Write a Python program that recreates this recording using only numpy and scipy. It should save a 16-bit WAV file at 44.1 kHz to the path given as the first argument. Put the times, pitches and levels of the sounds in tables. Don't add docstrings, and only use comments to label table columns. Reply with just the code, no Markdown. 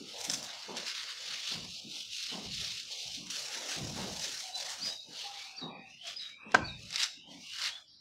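import sys
import numpy as np
from scipy import signal
from scipy.fft import rfft, irfft, next_fast_len
from scipy.io import wavfile
from scipy.ndimage import uniform_filter1d, map_coordinates

SR = 44100
rng = np.random.default_rng(int(sys.argv[2]) if len(sys.argv) > 2 else 0)


def convert_level_to_amplitude(level_db):
    exponent = np.asarray(level_db, float) / 20
    return 10 ** exponent


def output_pcm(signal):
    pcm = np.clip(np.atleast_2d(signal).T, -1, 1) * 32767
    wavfile.write(sys.argv[1], SR, np.round(pcm).astype(np.int16))


N = 353152
HISS_DB = -53.5

# freq_hz, level_db_per_hz
HISS_SPECTRUM = [(25, 3.5), (150, -6), (600, -13), (1700, -8.5), (2500, -12.5), (3200, -5.5), (4500, -8.5),
                 (6500, -21.5), (16000, -45)]
# freq_hz, level_db_per_hz
MURMUR_SPECTRUM = [(25, -7.5), (60, 4), (120, -4), (280, -3.5), (400, -18.5), (1200, -23.5), (3000, -78)]
# freq_hz, t60_s
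WALL_DECAY = [(200, 0.078), (2000, 0.46), (3800, 0.78), (6000, 0.54), (12000, 0.23)]
# delay_s, level_db
FIRST_RETURNS = [(.009, -10), (.017, -10), (.028, -13), (.041, -15)]

# start_s, slap_db, thump_db
RAMMER = [
    (0, -60.5, -54.5),
    (0.679, -44.5, -49),
    (1.507, -51.5, -48),
    (2.315, -48, -45),
    (3.17, -76, -50.5),
    (3.96, -44, -41.5),
    (4.806, -72, -54),
    (5.612, -46, -44),
    (6.446, -56.5, -52.5),
    (7.275, -82, -53),
]
# start_s, held_s, level_db
LOADS = [
    (1.55, 0.17, -47.5),
    (2.45, 0.24, -45),
    (3.05, 0.092, -55.5),
    (3.4, 0.13, -64),
    (3.76, 0.43, -43.5),
    (4.1, 0.15, -51),
    (6.555, 0.21, -41),
    (6.62, .23, -42),
]
# start_s, held_s, level_db
FOOTFALLS = [
    (.27, 0.15, -49),
    (1.27, 0.099, -59),
    (1.836, .1, -49),
    (3.39, 0.17, -65.5),
    (3.76, 0.31, -45),
    (5.076, 0.049, -52.5),
    (5.891, 0.036, -57),
    (6.1, 0.16, -63),
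    (6.555, 0.078, -36),
    (7.159, 0.1, -57),
]
# start_s, held_s, mid_hz, level_db
SHUFFLES_HZ = [(.13, 0.27, 657, -50), (.4, 0.24, 850, -53), (1.03, 0.14, 560, -61.5),
               (0, 0.048, 363, -47.5), (1.95, 0.069, 1180, -62), (3.05, 0.22, 1410, -65),
               (7.27, 0.11, 715, -56.5), (3.55, 0.31, 334, -56), (4.25, 0.085, 337, -55),
               (1.191, 0.26, 666, -57.5), (1.75, 0.85, 614, -64.5), (2.6, 0.079, 565, -57.5),
               (2.9, 0.41, 634, -59.5), (3.35, 0.86, 644, -56.5), (3.55, 1, 714, -53.5),
               (3.76, 0.16, 540, -49.5), (4.12, 0.53, 690, -57.5), (4.553, 0.31, 750, -54.5),
               (4.86, 0.062, 690, -50.5), (5.05, 0.32, 630, -59.5), (5.1, 0.8, 1340, -59),
               (6.041, 0.31, 623, -64.5), (6.38, 0.37, 1190, -59.5), (6.555, 0.042, 750, -35.5),
               (6.6, 0.066, 1510, -57), (6.76, 0.093, 580, -60.5), (6.91, 0.22, 660, -62.5),
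               (7.6, 0.18, 790, -58.5)]
# start_s, held_s, mid_hz, level_db
NARROW_BURSTS = [
    (8.1, 0.11, 5740, -63),
    (5.719, 0.32, 2010, -61),
    (7.87, 0.15, 4950, -56),
    (7.93, 0.11, 4500, -58),
    (7.89, .2, 3930, -58.5),
]

# start_s, length_s, start_hz, held_hz, level_db
DOVE_COOS = [
    (4.41, 0.46, 754, 753, -47),
    (5.235, 0.17, 826, 812, -41.5),
    (5.44, 0.17, 762, 783, -47.5),
    (5.735, 0.14, 797, 785, -48),
    (6.03, 0.086, 680, 690, -44.5),
]
# start_s, length_s, start_hz, held_hz, level_db
FAR_WHISTLES = [
    (5.33, 0.21, 2084, 2545, -56.5),
    (5.69, 0.0744, 2605, 2410, -54),
    (5.76, .24, 2400, 2743, -60),
    (5.98, .17, 2990, 3500, -53),
    (6.28, 0.28, 2186, 2667, -57),
    (6.58, 0.15, 2400, 2520, -55),
    (7.12, 0.19, 2650, 3100, -59),
    (7.29, 0.14, 1900, 2350, -60),
    (7.41, 0.2, 2720, 2980, -50.5),
]
# start_s, length_s, start_hz, held_hz, level_db
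CHIRPS = [
    (4.795, .105, 3855, 5020, -35.5),
    (5.572, 0.027, 4350, 4680, -40),
    (6.155, .038, 4750, 5000, -43),
    (6.638, 0.032, 4020, 4600, -44),
]
# start_s, length_s, start_hz, held_hz, level_db
ANSWERS = [
    (4.9, 0.11, 3980, 3870, -44),
    (5.608, 0.082, 4530, 3834, -43.5),
    (6.19, 0.092, 4820, 3902, -41),
    (6.678, 0.084, 4580, 3795, -45.5),
]
# start_s, length_s, start_hz, held_hz, level_db
PIPES = [
    (4.525, .06, 3900, 4050, -45),
    (5.556, 0.021, 4000, 5700, -52),
    (7.68, 0.1, 3150, 3420, -46),
]

# start_s, ring_db, crack_db, hardness_hz
CONTACTS = [
    (6.5428, -10, -26, 1000),
    (6.5458, -10, -7, 5040),
    (6.5497, -16, -12, 3000),
]
# freq_hz, level_db, t60_s
PLANK_MODES = [(237, -20.5, 0.037), (447, -18, .04), (530, -11, 0.05), (776, 0, 0.015), (919, -7.5, 0.03),
               (1190, -8, .05), (1357, -2, 0.04), (1540, -1, 0.059), (1900, -15, 0.05), (2290, -13, 0.032)]

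# peak_s, peak_db, pitch_hz
STONE_HITS = [(0.769, -23, 5050), (0.8724, -40, 4290), (2.607, -39, 2900), (2.9165, -39, 4690),
              (3.236, -40, 3570), (3.269, -31, 3800), (3.3021, -29, 5840), (3.6653, -32, 3660),
              (4.0659, -36, 5430), (4.1956, -23, 5290), (4.433, -39, 3540), (4.5557, -33, 4000),
              (4.6266, -23, 3740), (4.695, -27, 4420), (4.7033, -26, 4480), (4.857, -33, 4300),
              (4.897, -31.5, 3600), (6.0392, -45, 2730), (6.0703, -29, 3060), (6.075, -28, 3060),
              (6.11, -34.5, 2900), (6.5195, -31, 1600), (1.49, -32, 3400), (1.52, -34, 3310),
              (.1848, -33, 5310), (.2117, -29, 6060), (.2135, -28, 5000), (.2422, -23.5, 5290),
               (.2455, -23, 5700), (.251, -25, 5600), (.294, -30, 5500), (.298, -20, 5820),
               (.2992, -15, 5600), (.3032, -17.5, 5900), (.315, -24, 5800), (.3325, -29, 5500),
               (.3362, -21, 5400), (.338, -17, 5400), (.342, -21, 5800), (.344, -22, 6000),
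               (.3533, -26, 7000), (.374, -29, 5000), (.4282, -26.5, 5360), (.4475, -34, 5920)]
# peak_s, peak_db, pitch_hz
GRAVEL_HITS = [(6.9062, -27.5, 5140), (6.9282, -24.5, 4800), (6.9437, -27, 5220), (6.9588, -15, 4200),
               (6.963, -24, 5230), (6.981, -26, 3000), (6.9855, -25, 2700), (6.994, -24, 3000),
               (6.9991, -24, 3820), (7.0022, -20.5, 3900), (7.009, -23, 4500), (7.017, -20.5, 4400),
               (7.024, -25, 5000), (7.0315, -12.5, 5100), (7.0345, -16.5, 5000), (7.0398, -15.5, 5200),
               (7.0425, -18, 5300), (7.049, -25, 5200), (7.06, -26, 4000), (7.5142, -35, 3130),
               (7.5626, -28, 3010), (7.585, -28, 4300), (7.6174, -24, 4820), (7.6224, -21, 4100),
               (7.64, -23, 5370), (7.66, -25, 4600), (7.69, -28, 2150), (7.8424, -46, 3430)]
# freq_hz, width_hz, level_db
WALL_BLADE_MODES = [(1800, 250, -9), (3600, 300, -7), (5400, 250, 0), (5950, 300, -2), (7350, 300, -3)]
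# freq_hz, width_hz, level_db
HEAP_BLADE_MODES = [(2160, 120, -8), (2930, 150, -7), (3850, 200, -6), (4580, 200, -5), (5210, 110, 2),
                    (7300, 250, -8)]

# freq_hz, level_db_per_hz
SAND_SPECTRUM = [(530, -17), (900, -5.5), (1020, -14.5), (2140, -10), (2890, -1), (3150, -1.5), (4800, 3),
                 (6640, 0.5), (7960, -5.5), (15100, -21.5), (16000, -20.5)]
# freq_hz, width_hz, level_db
SAND_BLADE_MODES = [(2154, 20, 2), (2990, 13, -1.5), (3600, 21, -21.5), (4350, 200, -34), (5280, 20, 0.5),
                    (7320, 280, -10.5)]
# peak_s, rise_s, fall_s, blade_db, slurry_over_blade_db
FLAT_STROKES = [(.1, 0.13, 0.61, -47.5, -12.5), (.5, .08, 0.39, -48, -6.5), (.772, 0.015, 0.12, -43, -8.5),
                (.875, .015, 0.21, -43.5, -12), (1.1, 0.31, 0.08, -45, -5.5),
                (1.34, 0.28, 0.23, -43.5, -7.5), (1.52, 0.22, 0.12, -41.5, -12.5),
                (1.76, 0.2, 0.11, -45.5, -27), (1.94, 0.06, 0.16, -42.5, -24),
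                (2.19, 0.12, 0.18, -41.5, -17.5), (2.3, 0.1, 0.21, -43.5, -10.5),
                (2.62, 0.16, 0.29, -39.5, -15), (2.92, 0.025, 0.39, -43.5, -19),
                (3.14, 0.25, 0.13, -47, -21), (5.02, .06, 0.088, -55.5, -30), (5.21, 0.11, 0.14, -44, -18),
                (5.43, 0.26, 0.13, -48, -10)]
# peak_s, rise_s, fall_s, blade_db, slurry_over_blade_db
EDGE_STROKES = [(3.303, 0.0028, 0.13, -42.5, -12.5), (3.38, 0.053, 0.13, -44, -9.5),
                (3.58, 0.11, 0.058, -41.5, -4), (3.71, 0.077, 0.16, -41, -5.5),
                (3.84, 0.046, 0.21, -49, -15), (3.964, 0.016, 0.15, -46, -5.5),
                (4.17, 0.12, 0.38, -45, -11), (4.359, 0.42, 0.14, -46, -7.5),
                (4.565, 0.023, 0.18, -44, -16), (4.69, 0.084, 0.12, -44.5, -4),
                (4.87, 0.056, 0.093, -44, -9)]
# peak_s, rise_s, fall_s, blade_db, slurry_over_blade_db
SCOOP_STROKES = [(5.62, 0.054, 0.11, -60.5, 2), (5.95, 0.12, 0.11, -56.5, -27), (6.701, .12, .1, -59, -12),
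                 (6.08, 0.035, 0.08, -46, -7.5), (6.22, 0.037, 0.13, -52, -4),
                 (6.82, 0.055, 0.091, -51.5, -12), (6.95, 0.028, 0.055, -45.5, -3),
                 (7.02, 0.09, 0.065, -36, -8), (7.15, 0.072, 0.043, -56.5, -5),
                 (7.24, .08, 0.052, -65, -30), (7.32, 0.026, 0.19, -55, -15), (7.5, 0.12, 0.1, -50.5, -33),
                 (7.648, 0.084, 0.061, -35.5, -6.5), (7.78, 0.089, 0.062, -56, -2)]
# peak_s, rise_s, fall_s, blade_db, slurry_over_blade_db
STONY_STROKES = [
    (.21, 0.03, .025, -53, -1),
    (.248, 0.012, 0.033, -47, -1),
    (.32, 0.035, 0.07, -48, -4),
    (.435, 0.012, 0.046, -55, -5),
]
# grit_over_blade_db, fizz_over_blade_db
GRIP_LEVELS = [
    (-8.5, -17),
    (-3, -11),
    (-9, -16.5),
    (3.5, 1),
]


def unit(x):
    return x / np.sqrt(np.mean(x ** 2) + 1e-20)


def along(points, hz):
    f, v = np.transpose(points)
    return np.interp(np.log(hz + 1), np.log(f + 1), v)


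def wobble(rate_hz, count=N):
    knots = rng.standard_normal(int(count * rate_hz / SR) + 4)
    coarse = map_coordinates(knots, [np.arange(0, count + 32, 32) * rate_hz / SR])
    return np.interp(np.arange(count) / 32, np.arange(len(coarse)), coarse)


def filtered(x, response):
    m = next_fast_len(len(x) + min(len(x), SR // 4))
    return irfft(rfft(x, m) * response(np.fft.rfftfreq(m, 1 / SR)), m)[:len(x)]


def band(hz, low_hz, high_hz, order):
    return 1 / np.sqrt((1 + (low_hz / (hz + 1)) ** order) * (1 + (hz / high_hz) ** order))


def resonance(hz, mode_hz, width_hz):
    return 1j * hz * width_hz / (mode_hz ** 2 - hz ** 2 + 1j * hz * width_hz)


def patchy(x, depth_db, bins, frames):
    z = signal.stft(x, nperseg=512)[2]
    field = uniform_filter1d(rng.standard_normal(z.shape), bins, 0)
    field = uniform_filter1d(field, frames, 1)
    return signal.istft(z * convert_level_to_amplitude(depth_db * unit(field)), nperseg=512)[1][:N]


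def shaped_noise(spectrum):
    return unit(filtered(rng.standard_normal(N), lambda f: convert_level_to_amplitude(along(spectrum, f))))


def walls(x):
    hz, t, z = signal.stft(rng.standard_normal(SR // 2), SR, nperseg=256)
    decay = convert_level_to_amplitude(-60 * t / along(WALL_DECAY, hz)[:, None])
    tail = signal.istft(z * decay, SR, nperseg=256)[1]
    return signal.fftconvolve(np.pad(x, (300, 0)), tail / np.linalg.norm(tail))[:N]


def site_bursts():
    rows = []
    for s, slap_db, thump_db in RAMMER:
        rows += [(s, 0.15, 340, 1215, slap_db), (s, 0.13, 163, 295, thump_db)]
    rows += [(s, held_s, 43, 200, db) for s, held_s, db in LOADS]
    rows += [(s, held_s, 125, 345, db) for s, held_s, db in FOOTFALLS]
    for table, span in ((SHUFFLES_HZ, 1.427), (NARROW_BURSTS, 1.03)):
        rows += [(s, held_s, hz / span, hz * span, db) for s, held_s, hz, db in table]
    return rows


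def site():
    out, t = np.zeros(N + SR), np.arange(SR * 3 // 4) / SR
    for s, held_s, low_hz, high_hz, db in site_bursts():
        tilt = lambda f: band(f, low_hz, high_hz, order=24) / (f + 100) ** 0.76
        noise = unit(filtered(rng.standard_normal(len(t)), tilt))
        sag_db = -7 * np.minimum(t / held_s, 1)
        close_db = -140 * np.maximum(t - held_s, 0)
        gate = (1 - np.exp(-t / 0.0067)) * convert_level_to_amplitude(sag_db + close_db)
        out[round(s * SR):][:len(t)] += convert_level_to_amplitude(db) * gate * noise
    thuds = patchy(out[:N], depth_db=2.5, bins=2, frames=10)
    hiss = patchy(shaped_noise(HISS_SPECTRUM), depth_db=1.4, bins=3, frames=30)
    return thuds + convert_level_to_amplitude(HISS_DB) * hiss


def phrases(rows, peak_share, end_ratio, start_db, end_db):
    out = []
    for s, length_s, start_hz, hz, db in rows:
        peak_s = peak_share * length_s
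        bend_hz = start_hz + 0.8 * (hz - start_hz)
        out.append([(s, start_hz, db + start_db), (s + peak_s * 2 / 3, bend_hz, db),
                    (s + peak_s, hz, db), (s + length_s, hz * end_ratio, db + end_db)])
    return out


def notes(tables, blur, flutter_db, overtone_db, edge_s):
    out = np.zeros(N)
    for rows in tables:
        s, hz, db = np.transpose(rows)
        start, stop = round(s[0] * SR), min(N, round(s[-1] * SR))
        t = np.arange(start, stop) / SR
        pitch_hz = np.interp(t, s, hz) * (1 + blur * wobble(140, count=len(t)))
        phase = 2 * np.pi * np.cumsum(pitch_hz) / SR
        fade = np.clip(np.minimum(t - t[0], t[-1] - t) / edge_s, 0, 1)
        level_db = np.interp(t, s, db) + 0.5 + flutter_db * wobble(70, count=len(t))
        tone = np.sin(phase) + convert_level_to_amplitude(overtone_db) * np.sin(2 * phase)
        out[start:stop] += convert_level_to_amplitude(level_db) * fade * tone
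    return out


def dove():
    coos = phrases(DOVE_COOS, peak_share=0.2, end_ratio=0.97, start_db=1, end_db=-13)
    return notes(coos, blur=0.012, flutter_db=4.5, overtone_db=-30, edge_s=0.025)


def far_birds():
    rises = phrases(FAR_WHISTLES, peak_share=0.7, end_ratio=1.04, start_db=1, end_db=-4.5)
    return notes(3 * rises, blur=0.03, flutter_db=4.5, overtone_db=-40, edge_s=0.025)


def near_bird():
    song = phrases(CHIRPS, peak_share=0.5, end_ratio=0.945, start_db=-15, end_db=-8)
    song += phrases(ANSWERS, peak_share=0.12, end_ratio=0.965, start_db=-12, end_db=-8)
    song += phrases(PIPES, peak_share=0.7, end_ratio=1.04, start_db=-10, end_db=-6)
    direct = notes(song, blur=0.006, flutter_db=3, overtone_db=-38.5, edge_s=0.003)
    return direct + sum(convert_level_to_amplitude(db) * np.roll(direct, round(s * SR)) for s, db in FIRST_RETURNS)


def dulled(x):
    return filtered(x, lambda f: (1 / (1 - (f / 7000) ** 2 + 1j * f / 6000)) ** 2)


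def knock():
    rest_s, rest_db, rest_fade_s = 6.5545, -13, 0.002
    out, t = np.zeros(N + SR), np.arange(SR // 5) / SR
    for s, ring_db, crack_db, hardness_hz in CONTACTS:
        ring = np.zeros(len(t))
        for hz, db, t60_s in PLANK_MODES:
            drive = 1 / (1 + (hz / hardness_hz) ** 4)
            ring += drive * convert_level_to_amplitude(db - 60 * t / t60_s) * np.sin(2 * np.pi * hz * t)
        ring *= convert_level_to_amplitude(rest_db * np.clip((s + t - rest_s) / rest_fade_s, 0, 1))
        ring *= 1 - np.exp(-t / 0.00089)
        puff = rng.standard_normal(len(t)) * (convert_level_to_amplitude(-60 * t / 0.014) + convert_level_to_amplitude(-15.5 - 60 * t / 0.12))
        crack = filtered(puff, lambda f: 1 / (1 + 1j * f / 3300) ** 2)
        out[round(s * SR):][:len(t)] += convert_level_to_amplitude(ring_db) * ring + convert_level_to_amplitude(crack_db) * crack
    return dulled(out[:N])


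def stones():
    out, t = np.zeros(N + SR), np.arange(SR // 16) / SR
    hits = [(row, WALL_BLADE_MODES) for row in STONE_HITS]
    hits += [(row, HEAP_BLADE_MODES) for row in GRAVEL_HITS]
    for (s, peak_db, pitch_hz), modes in hits:
        blow = rng.standard_normal(len(t)) * (convert_level_to_amplitude(-60 * t / 0.01) + convert_level_to_amplitude(-14 - 60 * t / 0.045))
        blow[1] = 5
        gains = [2.5 * convert_level_to_amplitude(db + rng.normal(0, 3)) for _, _, db in modes]

        def response(f):
            stone = resonance(f, pitch_hz, 900) + 0.45 * resonance(f, 4000, 5000)
            return stone + sum(g * resonance(f, hz, width) for g, (hz, width, _) in zip(gains, modes))

        burst = filtered(blow, response)
        out[round(s * SR):][:len(t)] += convert_level_to_amplitude(peak_db) * burst / np.abs(burst).max()
    return dulled(out[:N])


def pressures():
    t, power = np.arange(0, N + 64, 64) / SR, 0
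    grips = (FLAT_STROKES, EDGE_STROKES, SCOOP_STROKES, STONY_STROKES)
    for strokes, (grit_db, fizz_db) in zip(grips, GRIP_LEVELS):
        for s, rise_s, fall_s, blade_db, wet_db in strokes:
            away = np.maximum(s - t, 0) / rise_s + np.maximum(t - s, 0) / fall_s
            fade_db = 10 * away ** 1.5
            layers_db = np.array([wet_db - 1.15 * fade_db, -fade_db,
                                  grit_db - 0.95 * fade_db, fizz_db - 1.03 * fade_db])
            power = power + convert_level_to_amplitude(blade_db + layers_db) ** 2
    return [np.interp(np.arange(N) / SR, t, np.sqrt(p)) for p in power]


def trowel():
    slurry, blade, grit, fizz = pressures()
    grain_size = convert_level_to_amplitude(1.3 * np.minimum(rng.exponential(1, N), 4))
    slips = (rng.random(N) < 0.08) * grain_size * rng.standard_normal(N)
    clumps = convert_level_to_amplitude(1.1 * wobble(30) + 1.5 * wobble(120))
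    rub = (unit(slips) + 1.3 * rng.standard_normal(N)) * clumps
    rub = patchy(rub, depth_db=1.5, bins=5, frames=12)

    def steel(f):
        ring = 1 + sum(convert_level_to_amplitude(db) * resonance(f, hz, width) for hz, width, db in SAND_BLADE_MODES)
        return convert_level_to_amplitude(along(SAND_SPECTRUM, f)) * ring

    sand = filtered(rub, steel)

    def layer(low_hz, high_hz):
        return unit(filtered(sand, lambda f: band(f, low_hz, high_hz, order=16)))

    low = slurry * layer(1122, 2026) + blade * layer(2350, 4433)
    return low + grit * layer(5650, 6090) + fizz * layer(7840, 18000)


def scene():
    coos, far, near = dove(), far_birds(), near_bird()
    hit, grit = knock(), stones()
    birds_to_walls = convert_level_to_amplitude(-9) * near + convert_level_to_amplitude(-3.5) * far + convert_level_to_amplitude(-11) * coos
    echo = walls(birds_to_walls + convert_level_to_amplitude(-15.5) * hit + convert_level_to_amplitude(-14) * grit)
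    birds = 1.2 * near + 0.3 * far + 0.44 * coos
    return (trowel() + grit + hit + birds + echo + site())[None]


def denoise(x, floor_db):
    hz, _, z = signal.stft(x, SR, nperseg=1024)
    power = uniform_filter1d(np.abs(z) ** 2, size=5, axis=0)
    power = uniform_filter1d(power, size=7, axis=1)
    steady = convert_level_to_amplitude(along(HISS_SPECTRUM, hz)) ** 2
    steady = steady / steady.sum() * convert_level_to_amplitude(HISS_DB) ** 2
    gain = np.maximum(1 - steady[:, None] / (np.abs(power) + 1e-20), convert_level_to_amplitude(floor_db))
    return signal.istft(z * gain, SR, nperseg=1024)[1][:N]


def band_limit(x):
    return signal.sosfilt(signal.butter(12, 16410, fs=SR, output="sos"), x)


def record(dry):
    murmur = patchy(shaped_noise(MURMUR_SPECTRUM), depth_db=2.27, bins=2, frames=14)
    clean = denoise(dry[0], floor_db=-25.5) + convert_level_to_amplitude(-76) * murmur
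    mix = filtered(clean, lambda hz: (hz < 15780) * (1j * hz / (70 + 1j * hz)) ** 2)
    return band_limit(mix[None])


dry = scene()
out = record(dry)
output_pcm(out)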